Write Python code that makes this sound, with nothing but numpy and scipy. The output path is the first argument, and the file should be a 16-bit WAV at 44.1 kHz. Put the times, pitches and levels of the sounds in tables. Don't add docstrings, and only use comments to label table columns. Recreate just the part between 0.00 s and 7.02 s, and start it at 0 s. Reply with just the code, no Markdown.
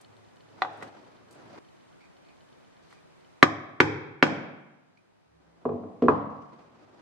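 import sys
import numpy as np
from scipy import signal
from scipy.io import wavfile

SR = 44100
rng = np.random.default_rng(int(sys.argv[2]) if len(sys.argv) > 2 else 0)


def digitize_waveform(pressure):
    field = np.atleast_2d(pressure).T
    bounded = np.clip(field, -1, 1)
    quanta = np.round(bounded * 32767).astype(np.int16)
    wavfile.write(sys.argv[1], SR, quanta)


N = 309493

# f/Hz, relative level/dB per Hz
AIR_SPECTRUM = [(15, -57), (25, -26), (113, -5.5), (173, 4), (198, -0.5), (349, 1.5), (378, -1),
                (762, -4.5), (1950, -14), (2420, -15.5), (2770, -18.5), (3090, -18), (10600, -32),
                (15500, -59)]
AIR_LEVEL_DB = -56.5
# f/Hz, likeness (-1..1)
AIR_LIKENESS = [(60, 1), (180, -0.9), (550, -0.67), (1650, 0.12), (4970, -0.35), (15000, -0.53)]
# middle t/s, half length/s, f/Hz, level/dB
HUMS = [(.1, .3, 107, -68), (0.697, 0.27, 108, -62.5), (1.4, 0.14, 103, -74), (2.75, .13, 66, -74),
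        (5.2, 0.28, 105, -67.5), (5.45, 0.23, 68, -66.5), (5.55, 0.27, 168, -61.5), (6.602, .5, 66, -66.5),
        (6.75, 0.35, 160, -60.5)]
# t/s, level/dB
RUSTLE_LEVELS = [
    [(0, -63.5), (.45, -67.5), (.61, -51), (.79, -49), (.83, -39.5), (.9, -50.5), (1.25, -59), (1.38, -52),
     (1.49, -51), (1.53, -47), (1.59, -47)],
    [(2.82, -80), (2.93, -67.5), (3.03, -88)],
    [(5.4, -60), (5.55, -59), (5.65, -53)],
    [(6.3, -50), (6.6, -46.5), (6.84, -48.5), (7.02, -48.5)],
]
RUSTLE_TREBLE_LIFT_DB = [-3.5, 16, -8, -4.5]
# f/Hz, relative level/dB per Hz
RUSTLE_SPECTRUM = [(40, -45), (70, -52), (105, 0.5), (150, -9.5), (260, 1), (500, -2), (800, -3.5),
                   (1300, -9), (3000, -18.5), (5000, -20), (15000, -53.5)]
# first step t/s, end t/s, level/dB
MOTOR_RUNS = [(.0467, .53, -56.5), (.9267, 1.42, -57.5), (1.687, 2.78, -56), (3.247, 3.26, -54)]
STEP_S, LEAD_S, LEAD_DB, STEP_SPREAD_DB = 0.12, 0.039, -3.5, 3
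# f/Hz, level/dB, t60/s
MOTOR_MODES = [(3025, 7.5, 0.031), (3620, 8, .008), (4330, 6.5, 0.026)]
# t/s, level/dB
HOOK_CLINKS = [(0.0114, -55), (0.1665, -70), (0.3566, -69), (0.7277, -64), (0.7711, -59), (0.8248, -50.5),
               (0.8759, -64), (1.3087, -53), (1.325, -56), (1.345, -61), (2.9002, -68), (2.9254, -62.5)]
# f/Hz, level/dB, t60/s
HOOK_MODES = [(4460, 6, .012), (6670, 5, 0.0121), (8400, 5.5, 0.044), (9000, -4.5, 0.017),
              (9570, -7, 0.019), (11500, -11, .015)]
# t/s, level/dB, contact cut-off f/Hz
RIVET_SNAPS = [(0.6196, -8.5, 3040), (.648, -21.5, 1637), (.812, -35, 2000), (0.8244, -26, 2500),
               (2.926, -42.5, 2950)]
# f/Hz, level/dB, t60/s
STRAP_MODES = [(321.8, -14, 0.05), (767, 0, 0.036), (1105, 6.5, 0.012), (1326, 11, 0.0067),
               (1960, 2.5, 0.014), (2500, -2, 0.0067), (2990, -7, 0.0098), (3430, -3, .012),
               (4124, 5.5, 0.0048)]
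# t/s, length/s, strongest slip level/dB
SQUEAK_RUNS = [(2.005, 0.049, -57.5), (2.264, 0.057, -59.5), (2.904, .085, -63), (4.972, 0.0039, -45)]
SLIP_GAP_S = 0.007
# f/Hz, level/dB, t60/s
SQUEAK_MODES = [(2250, -4.5, .02), (2400, -1, .03), (2460, -3.5, 0.023), (4500, -13, 0.018)]
# t/s, level/dB, contact cut-off f/Hz
MALLET_BLOWS = [(3.4268, 4.5, 4500), (3.8021, 7.5, 4000), (4.2253, 8, 3600), (3.832, -15, 3000),
                (4.266, -16.5, 6000)]
# f/Hz, level/dB, t60/s
SETTER_MODES = [(150, -16, 0.067), (268, -8, 0.045), (370, -6, 0.021), (540.3, -10.5, 0.027),
                (805, -5.5, 0.018), (977, -5.5, 0.012), (1194, -3.5, 0.017), (1425, -3.5, 0.014),
                (1715, 0, .014), (2244, -6.5, 0.02), (2717, -8, 0.01), (3200, -15, 0.016),
                (4006, -17, 0.018), (5300, -11, .003)]
# t/s, level/dB, contact cut-off f/Hz, spray level/dB, rebound gap/s, loss per rebound/dB
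MALLET_THUDS = [(5.6529, -10.5, 820, -25, .019, 16), (5.690, -15.5, 786, -25, .0205, 3),
                (5.835, -29.5, 900, -24, .016, 4), (6.021, -6.5, 654, -15.5, .0165, 2),
                (6.083, 4, 1624, -18, .014, 9.5)]
REBOUND_CUTOFF_FACTOR, REBOUND_SPRAY_LOSS_DB = 0.79, 11.5
# f/Hz, level/dB, t60/s
BENCH_MODES = [(99, -11, 0.05), (153.8, -20.5, 0.32), (251, -2.5, 0.11), (336, -4.5, 0.064), (387, 0, 0.05),
               (427.3, 0, 0.062), (482, 1.5, 0.068), (682, 0.5, 0.025), (843, -13.5, 0.052),
               (854, -13, 0.039), (1080, 6.5, 0.025), (1335, -3.5, 0.031), (1624, 0, 0.021),
               (1970, -19, 0.016), (2448, -7.5, .04)]
# f/Hz, likeness (-1..1)
NEAR_LIKENESS = [(60, 0.81), (500, 0.3), (2000, -.4), (12000, -0.6)]
# f/Hz, relative level/dB per Hz
ROOM_SPECTRUM = [(40, -13), (90, 0.5), (150, 7.5), (300, 2.5), (800, 1.5), (1500, -8), (2300, -8),
                 (3000, -11), (4500, -8), (6000, -7), (15000, -6.5)]
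# f/Hz, likeness (-1..1)
ROOM_LIKENESS = [(60, .85), (300, .5), (640, .35), (1400, .1), (3000, -.1), (12000, -.2)]
# f/Hz, t60/s
ROOM_DECAY = [(60, 0.83), (160, 0.97), (420, 0.83), (1100, 0.95), (2910, 0.88), (5000, .6), (7680, 0.42),
              (12000, .2)]
# f/Hz, level/dB, t60/s
STANDING_WAVES = [(105, -13, .8), (146.6, -11, .85), (258, -25, .7), (312, -14.5, 0.56), (417, -18, .7),
                  (744.7, -19, 0.81), (807, -21, .7), (993, -23, .7)]
GAIN_SHARE, HELD_FALL_DB_PER_S, OVERLOAD_PEAK, CUTOFF_HZ = 0.45, 7, 1.0, 16300


def amp(db):
    return np.exp(np.asarray(db) * (np.log(10) / 20))


def rms_one(x):
    return x / np.sqrt(np.mean(x ** 2) + 1e-30)


def in_time(rows):
    time_s, level_db = np.transpose(rows)
    return np.interp(np.arange(N) / SR, time_s, level_db, left=-200, right=-200)


def at_hz(points, hz):
    table_hz, values = np.transpose(points)
    return np.interp(np.log(hz), np.log(table_hz), values)


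def drift(rate_hz):
    r = np.exp(-2 * np.pi * rate_hz * 40 / SR)
    noise = rng.standard_normal(N // 40 + 2002)
    slow = signal.lfilter([1], [1, -2 * r, r * r], noise)[2000:]
    return np.interp(np.arange(N) / 40, np.arange(len(slow)), rms_one(slow))


def bands(white, spectrum, likeness, shape):
    out = 0
    edges_hz = 25 * 2 ** (np.arange(29) / 3)
    for k, (low, high) in enumerate(zip(edges_hz, edges_hz[1:])):
        band = signal.butter(2, [low, high], "band", fs=SR, output="sos")
        mid, side = signal.sosfilt(band, white[k % 2])
        hz = np.sqrt(low * high)
        alike = np.clip(at_hz(likeness, hz), -1, 1)
        stereo = np.sqrt(1 + alike) * mid + np.sqrt(1 - alike) * side * [[1], [-1]]
        out = out + amp(at_hz(spectrum, hz)) * shape(hz) * stereo
    return rms_one(out)


def struck(events, modes, seconds=0.39, rise_cycles=0.79, crack_s=0.004, spray_s=0.0053,
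           spray_hz=(2200, 5500), click_db=0.0):
    out = np.zeros((2, N + SR))
    t = np.arange(round(seconds * SR)) / SR
    hz, level_db, t60_s = np.transpose(modes)[:, :, None]
    signs = (-1.) ** np.arange(len(modes))[:, None]
    vary_db = 2 * rng.standard_normal((len(events), len(modes), 1))

    colour = np.vstack([signal.butter(1, spray_hz[0], "high", fs=SR, output="sos"),
                        signal.butter(3, spray_hz[1], fs=SR, output="sos")])
    hiss = signal.sosfilt(colour, rng.standard_normal((len(events), len(t))))
    spray_shape = t / spray_s * np.exp(1 - 2 * t / spray_s)
    click = signal.sosfilt(colour, t == 0) * np.sqrt(spray_s * SR / 2) * amp(click_db)

    for (start_s, peak_db, cut_hz, spray_db), vary, noise in zip(events, vary_db, hiss):
        decay = amp(level_db + vary - 60 * t / np.abs(t60_s))
        ring = np.sum(signs * decay * np.sin(2 * np.pi * hz * t), axis=0)
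        cut_hz = np.clip(cut_hz, 100, 18000)
        ring = ring * (1 - np.exp(-t * cut_hz / rise_cycles))
        ring = signal.sosfilt(signal.butter(3, cut_hz, fs=SR, output="sos"), ring)
        ring = ring / np.abs(ring).max()
        whole = ring + amp(spray_db) * noise * spray_shape
        crack = ring * np.exp(-t / crack_s) + amp(spray_db) * click
        at = round(start_s * SR)
        out[:, at:at + len(t)] += amp(peak_db) * np.array([whole, crack])
    return out[:, :N]


def contacts(rows, cut_hz, spray_db):
    return [(time_s, db, cut_hz, spray_db) for time_s, db in rows]


def room_tone():
    def flicker(hz):
        return amp(0.6 * drift(6))

    return amp(AIR_LEVEL_DB) * bands(rng.standard_normal((2, 2, N)), AIR_SPECTRUM, AIR_LIKENESS, flicker)


def hum(waver=0.013, flutter_db=3.5):
    t = np.arange(N) / SR
    warped_s = np.cumsum(1 + waver * drift(3)) / SR
    tones = 0
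    for mid_s, half_s, hz, db in HUMS:
        swell = np.exp(-((t - mid_s) / half_s) ** 2)
        tones = tones + amp(db) * swell * np.sin(2 * np.pi * hz * warped_s)
    return amp(flutter_db * drift(5)) * tones


def rustle():
    level_db = np.array([in_time(rows) for rows in RUSTLE_LEVELS])
    lift_db = np.array(RUSTLE_TREBLE_LIFT_DB)[level_db.argmax(axis=0)]
    lumps_db = 2 * drift(40)
    lift_share = [(1000, 0), (4000, 1)]   # f/Hz, share of the lift
    likeness = [(60, 0.98), (1000, 0.0), (10000, 0.056)]   # f/Hz, likeness

    def shape(hz):
        return amp(lumps_db + drift(20.5) + at_hz(lift_share, hz) * lift_db)

    noise = bands(rng.standard_normal((2, 2, N)), RUSTLE_SPECTRUM, likeness, shape)
    return amp(level_db.max(axis=0)) * noise


def motor_steps():
    rows = []
    for first_s, end_s, db in MOTOR_RUNS:
        for step_s in np.arange(first_s, end_s, STEP_S):
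            rows += [(step_s, db), (step_s - LEAD_S, db + LEAD_DB)]
    return [(time_s, db + STEP_SPREAD_DB * rng.standard_normal()) for time_s, db in rows]


def focus_motor():
    events = contacts(motor_steps(), cut_hz=7400, spray_db=-6)
    return struck(events, MOTOR_MODES, seconds=0.08, spray_s=0.003, spray_hz=(2800, 4800))[0]


def hook_clinks():
    events = contacts(HOOK_CLINKS, cut_hz=12000, spray_db=4)
    return struck(events, HOOK_MODES, seconds=0.08, spray_hz=(3500, 10000))


def rivet_snaps():
    events = [(*row, -17) for row in RIVET_SNAPS]
    return struck(events, STRAP_MODES, crack_s=0.0018, spray_hz=(1700, 3600), click_db=3.0)


def slips():
    rows = []
    for start_s, length_s, db in SQUEAK_RUNS:
        gap_luck, level_luck = rng.random((2, 40))
        gaps_s = 2 * SLIP_GAP_S * gap_luck
        after_s = np.cumsum(gaps_s) - gaps_s[0]
        rows += [(start_s + a, db - 6 * u) for a, u in zip(after_s, level_luck) if a < length_s]
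    return rows


def squeaks():
    events = contacts(slips(), cut_hz=6000, spray_db=-3)
    return struck(events, SQUEAK_MODES, seconds=0.08, crack_s=0.01)


def mallet_blows():
    events = [(*row, -11.5) for row in MALLET_BLOWS]
    return struck(events, SETTER_MODES, crack_s=0.0033, spray_s=0.0054, spray_hz=(2300, 4600))


def rebounds(count=7):
    rows = []
    stops_s = [row[0] for row in MALLET_THUDS[1:]] + [N / SR]
    for (start_s, db, cut_hz, spray_db, gap_s, loss_db), stop_s in zip(MALLET_THUDS, stops_s):
        rows.append((start_s, db, cut_hz, spray_db))
        luck_db = 1.5 * rng.standard_normal(count)
        for k in range(1, count):
            if start_s + gap_s * (k + 0.5) < stop_s:
                rows.append((start_s + gap_s * k, db - loss_db * k + luck_db[k],
                             cut_hz * REBOUND_CUTOFF_FACTOR ** k, spray_db - REBOUND_SPRAY_LOSS_DB))
    return rows


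def mallet_thuds():
    return struck(rebounds(), BENCH_MODES, crack_s=0.0056, spray_s=0.0045, spray_hz=(1500, 2700),
                  click_db=5.5)


def echoes(spectrum, likeness, t60_at, start_s, seconds):
    t = np.arange(round(seconds * SR)) / SR
    rise = np.clip(t / start_s, 0, 1) ** 2
    tail = bands(rng.standard_normal((2, 2, len(t))), spectrum, likeness,
                 lambda hz: rise * amp(-60 * t / t60_at(hz)))
    return tail / np.sqrt(len(t))


def standing_waves(size, build_s=0.015):
    t = np.arange(size) / SR
    hz, level_db, t60_s = np.transpose(STANDING_WAVES)[:, :, None]
    waves = (1 - np.exp(-t / build_s)) * amp(-60 * t / t60_s) * np.sin(2 * np.pi * hz * t)
    waves = waves / np.sqrt(np.sum(waves ** 2, axis=1, keepdims=True))
    return np.sum(amp(level_db) * waves, axis=0)


def workshop(ring, crack, near_db=-1.5, room_db=-5.5, near_t60_s=0.061, near_start_s=0.0014,
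             room_start_s=0.012):
    near_spectrum = [(50, 0.00064), (1000, 0), (15000, 0.0013)]   # f/Hz, level/dB per Hz
    near = echoes(near_spectrum, NEAR_LIKENESS, lambda hz: near_t60_s, near_start_s, 0.11)
    room = echoes(ROOM_SPECTRUM, ROOM_LIKENESS, lambda hz: at_hz(ROOM_DECAY, hz), room_start_s, 1.4)
    room = room + standing_waves(size=room.shape[1])
    direct = ring * amp([[-0.4], [0.4]])
    reflections = signal.fftconvolve(ring[None], amp(near_db) * near, axes=1)[:, :N]
    tail = signal.fftconvolve(crack[None], amp(room_db) * room, axes=1)[:, :N]
    return direct + reflections + tail


def scene():
    bench = hook_clinks() + rivet_snaps() + squeaks() + mallet_blows() + mallet_thuds()
    bass_cut = signal.butter(4, 85, "high", fs=SR, output="sos")
    in_room = signal.sosfilt(bass_cut, workshop(*bench))
    return in_room + room_tone() + hum() + rustle() + focus_motor()


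def record(dry, knee_db=-34, smooth_s=0.03, hardness=6.0):
    fall_db = HELD_FALL_DB_PER_S * np.arange(N) / SR
    power = np.mean(np.minimum(dry ** 2, 1), axis=0)
    power = signal.lfilter([1 / 2048], [1, 1 / 2048 - 1], power)
    held_db = np.maximum.accumulate(10 * np.log10(power + 1e-14) + fall_db) - fall_db
    cut_db = GAIN_SHARE * np.maximum(held_db - knee_db, 0)
    r = np.exp(-1 / (smooth_s * SR))
    x = dry * amp(-signal.lfilter([1 - r], [1, -r], cut_db))
    x = x / (1 + np.abs(x / OVERLOAD_PEAK) ** hardness) ** (1 / hardness)
    return signal.sosfilt(signal.cheby2(12, 70, CUTOFF_HZ, fs=SR, output="sos"), x)


dry = scene()
out = record(dry)
digitize_waveform(out)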